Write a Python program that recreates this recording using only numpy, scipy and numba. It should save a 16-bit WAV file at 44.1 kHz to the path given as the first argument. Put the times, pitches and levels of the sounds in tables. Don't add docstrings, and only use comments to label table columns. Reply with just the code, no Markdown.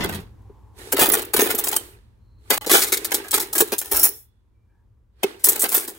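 import sys
import numpy as np
from scipy import signal
from scipy.fft import rfft, irfft
from scipy.io import wavfile
from numba import njit

SR = 44100
rng = np.random.default_rng(int(sys.argv[2]) if len(sys.argv) > 2 else 0)


def unload_wav(signal):
    wavfile.write(
        sys.argv[1],
        SR,
        np.round(np.clip(np.atleast_2d(signal).T, -1, 1) * 32767).astype(np.int16),
    )


def boost_factor(decibels):
    exponent = np.asarray(decibels, float) / 20
    return 10 ** exponent


N = 263718

# frequency in Hz, level in dB per Hz.
STEEL = [(1290, -27), (2200, -14), (3090, -35.5), (3350, -8), (5100, -9), (5540, -7), (8720, 0),
         (11000, -3.5), (15800, -12)]
# frequency in Hz, level in dB per Hz.
TRAY = [(320, -37.5), (550, -12.5), (655, -11.5), (854, 6), (975, -1), (1770, 2.5), (2240, -0.5),
        (4000, -3), (6300, -16.5), (8800, -58)]
# frequency in Hz, level in dB, t60 in seconds.
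BOX = [(260, -21.5, 0.013), (340, 8.5, 0.086), (396.4, 17.5, 0.061), (414, 16, 0.062), (513, -1.5, 0.042),
       (695.5, 2.5, 0.04)]
# frequency in Hz, level in dB, t60 in seconds.
FORK = [(3440, -29, 0.73), (4630, -17, .15), (5467, -0.5, 0.27), (5400, 3, 0.16), (7660, -20, 0.1176),
        (9846, 16.5, 0.085), (10300, -9, 0.145), (11300, 6, 0.097), (13500, 3, 0.2), (15200, -29, 0.18)]
# frequency in Hz, level in dB, t60 in seconds.
KNIFE = [(3070, 0, .15), (4400, -11.5, 0.31), (7270, -16, .13), (8250, 13.5, 0.083), (11160, -6, 0.22),
         (13000, -15.5, .15)]

# start in seconds, steel peak in dB, tray level in dB relative to the steel, chatter t60 in seconds.
DRAWER_STOPS = [(.0044, -36.5, 19, 0.15), (.0383, -9.5, -4.5, .07), (.0907, -16, -3.5, 0.077),
                (.1241, -20, -4.5, 0.16), (.1466, -16.5, -29.5, 0.06), (.169, -35.5, -8, 0.14),
                (.2009, -35.5, -5, 0.089), (.421, -55, -20, .015)]
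GRAB_KNIVES = [(.9243, 1, -16, .05), (.9672, -6.5, -4, .055), (.977, -8, -7.5, .15),
               (.9931, 2, -11.5, .077), (1.0114, 1.5, -9.5, .18), (1.057, -3, -12.5, .042),
               (1.0627, -11, -8, .1), (1.0865, -14, -25.5, .09), (1.0894, 4.5, -16, .045),
               (1.1184, -2, -21.5, .083), (1.1378, 6.5, -18, .056), (1.1516, -17.5, -12, .087),
               (1.1702, -10.5, -19.5, .07), (1.1846, -8, -10.5, .1), (1.2201, -11, -20.5, .03),
               (1.2501, -17.5, -32.5, .025)]
PULL_KNIFE = [(1.3369, 3, -16, .06), (1.3663, -1.5, -10, 0.057), (1.392, 0.5, -6.5, .058),
              (1.4087, 9, -17, 0.19), (1.4594, -5.5, -8.5, 0.061), (1.4885, -3.5, -12, 0.18),
              (1.5047, -4, -11, 0.069), (1.5494, -6, -19.5, 0.048), (1.5778, -8.5, -21.5, .088),
              (1.5865, -1, -22, 0.072)]
SCRAPE_KNIFE = [(1.6397, -5.5, -22, 0.097), (1.6711, -5.5, -12, 0.031), (1.6841, -0.5, -28.5, 0.047),
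                (1.7145, -9, -15.5, 0.038), (1.7264, -8.5, -8.5, 0.085)]
LIFT_KNIFE = [(1.7536, -4, -27, 0.13), (1.7644, 4.5, -22.5, 0.032)]
DROP_KNIFE = [(2.5042, 5.5, -10.5, 0.035), (2.5112, -12.5, 1.4, 0.16), (2.5306, -4.5, -13.5, .1),
              (2.5775, -6, -7, .02)]
SORT_SPOONS = [(2.612, -24.5, -2.5, 0.14), (2.6464, -21.5, -4, 0.03), (2.6638, -6, -16.5, 0.12),
               (2.6963, 4.5, -10.5, 0.089), (2.7096, 5.5, -20.5, 0.48), (2.7387, 2.5, -6, 0.18),
               (2.7505, -13, -11, 0.079), (2.8028, -9.5, -11.5, 0.33), (2.8185, -1.5, -32.5, .15),
               (2.8352, -7, -21, 0.057), (2.8714, -9.5, -20.5, 0.14), (2.9218, 3.4, -23.5, .11),
               (2.9407, -11, -24.5, 0.12), (2.9721, -5, -29.5, 0.043)]
SORT_FORKS = [(3.047, -3, -18, .06), (3.1091, -15.5, -11.5, 0.023), (3.1188, -3.5, -8, 0.038),
              (3.1384, -8.5, -18, 0.053), (3.1438, 3.5, -25, 0.1), (3.2394, -28, -2, 0.3),
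              (3.2834, -18, -19, .03), (3.3104, -4.5, -31.5, 0.09), (3.3304, -10.5, -2.5, 0.11),
              (3.3413, 4, -29, 0.096), (3.3784, -4.5, -9, 0.023), (3.3979, -2, -19, 0.13),
              (3.4221, -11, -28.5, 0.064)]
GRAB_FORK = [(3.5299, -7, -20.5, 0.072), (3.5533, -3, -16.5, 0.072), (3.5803, 0, -16.5, 0.14),
             (3.6052, 7, -16, 0.058), (3.677, -20, -35, 0.048), (3.7209, -7, -8, 0.094),
             (3.7828, -3.5, -37, 0.083), (3.8147, -11.5, -12.5, 0.06), (3.8442, -16.5, -15.5, 0.39)]
LIFT_FORK = [(3.916, 1, -21, 0.088), (3.9434, -2, -15, 0.34), (3.9664, 3, -34, 0.042),
             (3.9923, 4.5, -34, 0.092), (4.0129, -8, -30, 0.12), (4.0322, 8.5, -64, 0.12),
             (4.0479, 1, -21.5, 0.069), (4.0565, -12, -37, 0.016), (4.0758, -21.5, -21, 0.073)]
DROP_FORK = [(5.233, -6, -4, 0.046), (5.3946, -24, -16, 0.42)]
STIR_SPOONS = [(5.442, 10, -41, 0.072), (5.4691, -4.5, -13.5, 0.15), (5.4869, 10, -64, 0.068),
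               (5.5184, -1.5, -53, 0.094), (5.5558, -5.5, -17, 0.14), (5.5947, 0, -49, 0.098),
               (5.6168, 5, -25.5, .14), (5.6393, -13, -2.5, 0.1), (5.6873, -2, -23, 0.21),
               (5.7179, -1, -19, 0.54), (5.7443, 1, -20, 0.15), (5.7614, -1, -35, 0.11),
               (5.776, -1.5, -43.5, 0.13), (5.878, -14.5, -16.5, 0.11), (5.9459, -26, -13, 0.16)]
# its knocks, edge hardness in dB, loose steel and loose tray in dB
# relative to the knocks, settling t60 in seconds, notes of the piece left ringing.
MOVES = [(DRAWER_STOPS, -24.5, -40, -20.5, 0.25, ()), (GRAB_KNIVES, 8.5, -50.5, -33, .35, ()),
         (PULL_KNIFE, 8, -43.5, -38.5, 0.7, ()), (SCRAPE_KNIFE, 6, -49, -37, 0.56, ()),
         (LIFT_KNIFE, -3, -42, -57, .4, KNIFE), (DROP_KNIFE, -4.5, -51, -46.5, .4, ()),
         (SORT_SPOONS, -23.5, -42.5, -43.5, 0.98, ()), (SORT_FORKS, -17, -42, -35.5, .4, ()),
         (GRAB_FORK, -3, -54, -49.5, 1, ()), (LIFT_FORK, 9.6, -35, -40, 0.23, FORK),
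         (DROP_FORK, -29, -37, -31, 0.47, ()), (STIR_SPOONS, 3.9, -45.5, -45.5, 0.7, ())]

# start in seconds, peak in dB, frequency in Hz.
RINGS = [(0.1684, -39, 11000), (1.0134, -9, 9180), (1.0894, -1, 15200), (1.1184, -3.5, 11060),
         (1.409, -8, 6540), (1.5494, -13, 11850), (2.7395, -10, 8120), (3.1435, -10.5, 12300),
         (3.3413, -4, 9030), (3.581, -11.5, 11300), (3.6052, -7.5, 7790), (5.6164, -5.5, 8330),
         (5.7443, 0, 14030)]
# start in seconds, peak in dB, chatter t60 in seconds.
THUMPS = [(0.046, -21.5, 0.12), (.497, -39, .022), (0.934, -15.5, 0.064), (0.989, -11, 0.018),
          (1.019, -18.5, 0.16), (1.084, -15, 0.01), (1.124, -17.5, 0.019), (1.345, -13.5, 0.023),
          (1.392, -9, 0.028), (1.42, -9.5, 0.038), (1.462, -17.5, 0.033), (1.493, -19.5, 0.019),
          (1.542, -19.5, 0.043), (2.513, -18, 0.035), (2.667, -18.5, 0.038), (2.714, -12, 0.017),
          (2.73, -13, 0.088), (2.749, -14, 0.013), (2.925, -21, 0.039), (3.14, -21.5, 0.038),
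          (3.341, -20, 0.025), (3.56, -23, 0.11), (3.602, -16.5, 0.028), (3.618, -12, 0.02),
          (3.724, -16, 0.046), (3.916, -23, 0.067), (5.241, -10.5, 0.014), (5.636, -16, 0.02),
          (5.775, -22, 0.02), (5.879, -28, 0.16)]
RATTLE_SPELLS = [(0, .3), (.74, .915), (.92, 2.0), (2.4, 4.2), (5.12, 5.98)]
# start in seconds, end in seconds, attack in seconds, steel level in dB, tray level in dB.
REACHES = [(0.724, 0.926, 0.065, -50, -53), (2.385, 2.507, 0.17, -46, -47.5),
           (5.097, 5.24, 0.13, -69, -61.5)]
# start in seconds, peak in dB, frequency in Hz, t60 in seconds.
BUMPS = [(0.009, -52, 56.5, 0.074), (0.052, -31, 70.0, 0.28), (0.129, -27, 88.8, 0.4),
         (1.021, -24.5, 180, 0.099), (1.387, -24.5, 218, 0.043), (3.619, -31, 175, 0.063),
         (3.942, -34, 64.6, 0.43)]
# start in seconds, length in seconds, centre in Hz, width in Hz, level in dB.
BRUSHES = [(0.214, 1, 930, 259, -64), (2.13, 0.9, 4176, 300, -78), (0, 0.25, 189, 60.6, -39),
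           (4.519, 0.26, 2335, 70, -85), (4.656, .2, 1670, 159.6, -80), (4.661, 0.25, 893, 150, -82)]
# frequency in Hz, level in dB.
PORTS = [(60, -20.5), (110, 0), (200, -42), (380, -4), (700, 6), (1290, 5.5), (2380, 5.5), (4400, 8),
         (8120, 2), (15000, 3.5)]
# time in seconds, level in dB.
RUMBLE_LEVEL = [(0.0, -39), (0.51, -47.5), (3.81, -54), (3.98, -53), (4.13, -57), (5.46, -57), (5.98, -61)]
# time in seconds, level in dB.
AIR_LEVEL = [(0, -25.5), (.3, -57.5), (.75, -60.5), (2.0, -65), (2.4, -66.5), (4.3, -73), (4.8, -70),
             (5.15, -73), (5.98, -62)]
# frequency in Hz, level in dB per Hz.
RUMBLE = [(15, -56), (25, -19), (54, -2), (70, -4.5), (102, -6.5), (116, -2.5), (129, -35), (200, -23.5),
          (260, -62), (440, -120)]
# frequency in Hz, level in dB per Hz.
AIR = [(120, -3), (200, 6), (450, -2.5), (700, -13), (950, -8), (1300, -14.5), (2300, -22.5), (5000, -28.5),
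       (16000, -33)]

SCENE_CHANGE_S = 2.581
LEAD_S = .006


def shape(table, hz):
    f, db = np.transpose(table)
    return boost_factor(np.interp(np.log(np.maximum(hz, 1)), np.log(f), db))


def colour(x, table):
    return irfft(rfft(x) * shape(table, np.fft.rfftfreq(N, 1 / SR)), N)


def unit(x):
    return x / np.sqrt(np.mean(x ** 2))


def coloured_noise(table):
    return unit(colour(rng.standard_normal(N), table))


def level_curve(table):
    s, db = np.transpose(table)
    return np.interp(np.arange(N) / SR, s, db)


@njit
def ring(push, hz, gain, t60, size):
    out = np.zeros(size)
    for m in range(len(hz)):
        turn = np.exp(2j * np.pi * hz[m] / SR - np.log(1000) / (t60[m] * SR))
        z = 0j
        for i in range(min(size, len(push) + int(t60[m] * SR))):
            z = z * turn + (push[i] if i < len(push) else 0.)
            out[i] += gain[m] * z.imag
    return out


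def add(out, s, sound, db):
    start = max(int((s - LEAD_S) * SR), 0)
    cut = int(SCENE_CHANGE_S * SR)
    end = cut if start < cut else N
    sound = (sound * boost_factor(db) / np.abs(sound).max())[:end - start]
    out[start:start + len(sound)] += sound


def cutlery():
    out = np.zeros((2, N))
    for knocks, edge_db, *_, free_notes in MOVES:
        for s, db, tray_db, t60 in knocks:
            push = knock(out, s, db, db + tray_db, t60, edge_db, count=56)
            if free_notes:
                sing(out[0], s, push, free_notes, db - 21.5)
    for s, db, hz in RINGS:
        sing(out[0], s, chatter(0.039), [(hz, 0, .05)], db - 8.5)
    for s, db, t60 in THUMPS:
        thump(out, s, db, t60)
    return out


def knock(out, s, steel_db, tray_db, t60, edge_db, count):
    push = chatter(t60)
    size = len(push) + int(.06 * SR)
    for view in out:
        hz, gain, life = random_modes(STEEL, 0.01, count)
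        gain *= boost_factor(0.6 * (edge_db + 8.0) * np.log2(hz / 8000))
        gain /= np.sin(np.pi * hz / SR) ** 2
        add(view, s, np.diff(ring(push, hz, gain, life, size), 2), steel_db)
        hz, gain, life = random_modes(TRAY, 0.023, count // 2, order=2)
        add(view, s, ring(push, hz, gain, life, size), tray_db)
    return push


def chatter(t60, bounce_hz=3500, scatter_db=3.5, blow=2.78, rise_s=0.003, graze_db=-30):
    length_s = np.clip(t60, .004, .144) + LEAD_S
    t = np.arange(int(length_s * SR)) / SR - LEAD_S
    chance, strength, sign = rng.random((3, len(t)))
    push = (chance < bounce_hz / SR) * boost_factor(-scatter_db * np.log(strength)) * np.sign(sign - .5)
    push *= np.clip(t / rise_s, .3, 1)
    push *= boost_factor(graze_db * np.maximum(-t / LEAD_S, 0))
    push[int(LEAD_S * SR)] = blow
    return push * boost_factor(-60 * (np.maximum(t, 0) / t60) ** 1.104)


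def random_modes(table, t60, count, order=1):
    jitter, level, life = rng.random((3, count))
    place = (np.arange(count) + jitter) / count
    low_hz, high_hz = table[0][0], table[-1][0]
    hz = low_hz + (high_hz - low_hz) * place ** order
    gain = shape(table, hz) * boost_factor(12.0 * level)
    gain *= place ** ((order - 1) / 2)
    return hz, gain, t60 * (0.39 + 1.02 * life) * (hz / hz.mean()) ** -.3


def sing(out, s, push, modes, db, spread=0.014):
    hz, gain_db, life = np.repeat(modes, 3, axis=0).T
    detuned = hz * (1 + spread * rng.standard_normal(len(hz)))
    add(out, s, ring(push, detuned, boost_factor(gain_db), life, SR // 2), db)


def thump(out, s, db, t60):
    push = chatter(t60)
    hz, gain_db, life = np.transpose(BOX)
    for view in out:
        detune, weight = rng.standard_normal((2, len(BOX)))
        spot_hz = hz * (1 + 0.06 * detune)
        spot_gain = boost_factor(gain_db + 3 * weight)
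        add(view, s, ring(push, spot_hz, spot_gain, life, len(push) + SR // 10), db)


def rattle(per_s=120, scatter_db=2, slide_db=-2):
    steel_db, tray_db = stir()
    out = np.zeros((2, N))
    for start, end in RATTLE_SPELLS:
        for slot in np.arange(start, end - .009, 1 / per_s):
            s = slot + rng.random() / per_s
            db = scatter_db * rng.standard_normal()
            i = int(s * SR)
            knock(out, s, steel_db[i] + db + 7, tray_db[i] + db + 7.5, 0.017, -21.5, count=20)
            thump(out, s, tray_db[i] + db + 11, 0.013)
    for view in out:
        view += boost_factor(steel_db + slide_db) * coloured_noise(STEEL)
        view += boost_factor(tray_db + slide_db) * coloured_noise(TRAY)
    return out


def stir(rise_s=.04, settle_bend=0.81, reach_from_db=-38.5):
    t = np.arange(0, N / SR + .002, .001)
    power = 1e-12
    for knocks, _, steel_db, tray_db, t60, _ in MOVES:
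        loose = boost_factor(np.array([[steel_db], [tray_db]]))
        for s, db, *_ in knocks:
            settling_db = -60 * (np.maximum(t - s, 0) / t60) ** settle_bend
            shake = np.clip((t - s) / rise_s, 0, 1) * boost_factor(db + settling_db)
            same_scene = (t < SCENE_CHANGE_S) | (s > SCENE_CHANGE_S)
            power = power + (shake * same_scene * loose) ** 2
    for start, end, attack, steel_db, tray_db in REACHES:
        slide = boost_factor(reach_from_db * np.clip(1 - (t - start) / attack, 0, 1)) * (t > start) * (t < end)
        power = power + (slide * boost_factor(np.array([[steel_db], [tray_db]]))) ** 2
    return [np.interp(np.arange(N) / SR, t, 10 * np.log10(p)) for p in power]


def handling():
    out, t = np.zeros(N), np.arange(N) / SR
    for s, db, hz, t60 in BUMPS:
        press = np.hanning(int(.4 * SR / hz))
        modes_hz = np.array([hz, 1.3 * hz])
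        add(out, s, ring(press, modes_hz, np.array([1, .4]), np.array([t60, t60]), SR // 2), db)
    for s, length, hz, width, db in BRUSHES:
        band = [(hz - 2 * width, -40), (hz - width / 2, 0), (hz + width / 2, 0), (hz + 2 * width, -40)]
        stroke = np.sin(np.pi * np.clip((t - s) / length, 0, 1))
        out += boost_factor(db) * stroke * coloured_noise(band)
    return out


def room(x, level_db=-23, t60_s=1, fade_s=.27, early_s=0.0027):
    t = np.arange(int(.6 * SR)) / SR
    tail = rng.standard_normal((2, len(t))) * boost_factor(-60 * t / t60_s) * (t > early_s)
    tail *= boost_factor(-60 * (t / fade_s) ** 5)
    tail *= boost_factor(level_db) / np.sqrt((tail ** 2).sum(1, keepdims=True))
    late = np.arange(N) >= SCENE_CHANGE_S * SR
    out = np.zeros((2, N))
    for part in (late, ~late):
        out += part * signal.fftconvolve((x * part)[None], tail, axes=1)[:, :N]
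    return out


def kitchen():
    t = np.arange(N) / SR
    rumble_db, air_db = level_curve(RUMBLE_LEVEL), level_curve(AIR_LEVEL)
    hum = 0.39 * np.sin(2 * np.pi * 99 * t) + 0.21 * np.sin(2 * np.pi * 50 * t)
    mid = boost_factor(rumble_db - 3.0) * (coloured_noise(RUMBLE) + hum) + boost_factor(air_db - 2.5) * coloured_noise(AIR)
    side = boost_factor(rumble_db - 15) * coloured_noise(RUMBLE) + boost_factor(air_db - 6.0) * coloured_noise(AIR)
    return np.array([mid + side, mid - side])


def scene():
    no_bass = signal.butter(4, 230, "high", fs=SR, output="sos")
    mid, other = signal.sosfilt(no_bass, cutlery() + rattle())
    side = colour(0.52 * other + 0.094 * np.roll(mid, 13) - 0.37 * mid, PORTS)
    return np.array([mid + side, mid - side]) + room(mid) + handling() + kitchen()


def band_limit(x):
    return signal.sosfilt(signal.butter(12, 16810, fs=SR, output="sos"), x)


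def record(dry):
    soft = np.tanh(0.76 * dry) / 0.61
    top_cut = signal.ellip(10, .2, 60, 15800, fs=SR, output="sos")
    return band_limit(signal.sosfilt(top_cut, soft))


dry = scene()
out = record(dry)
unload_wav(out)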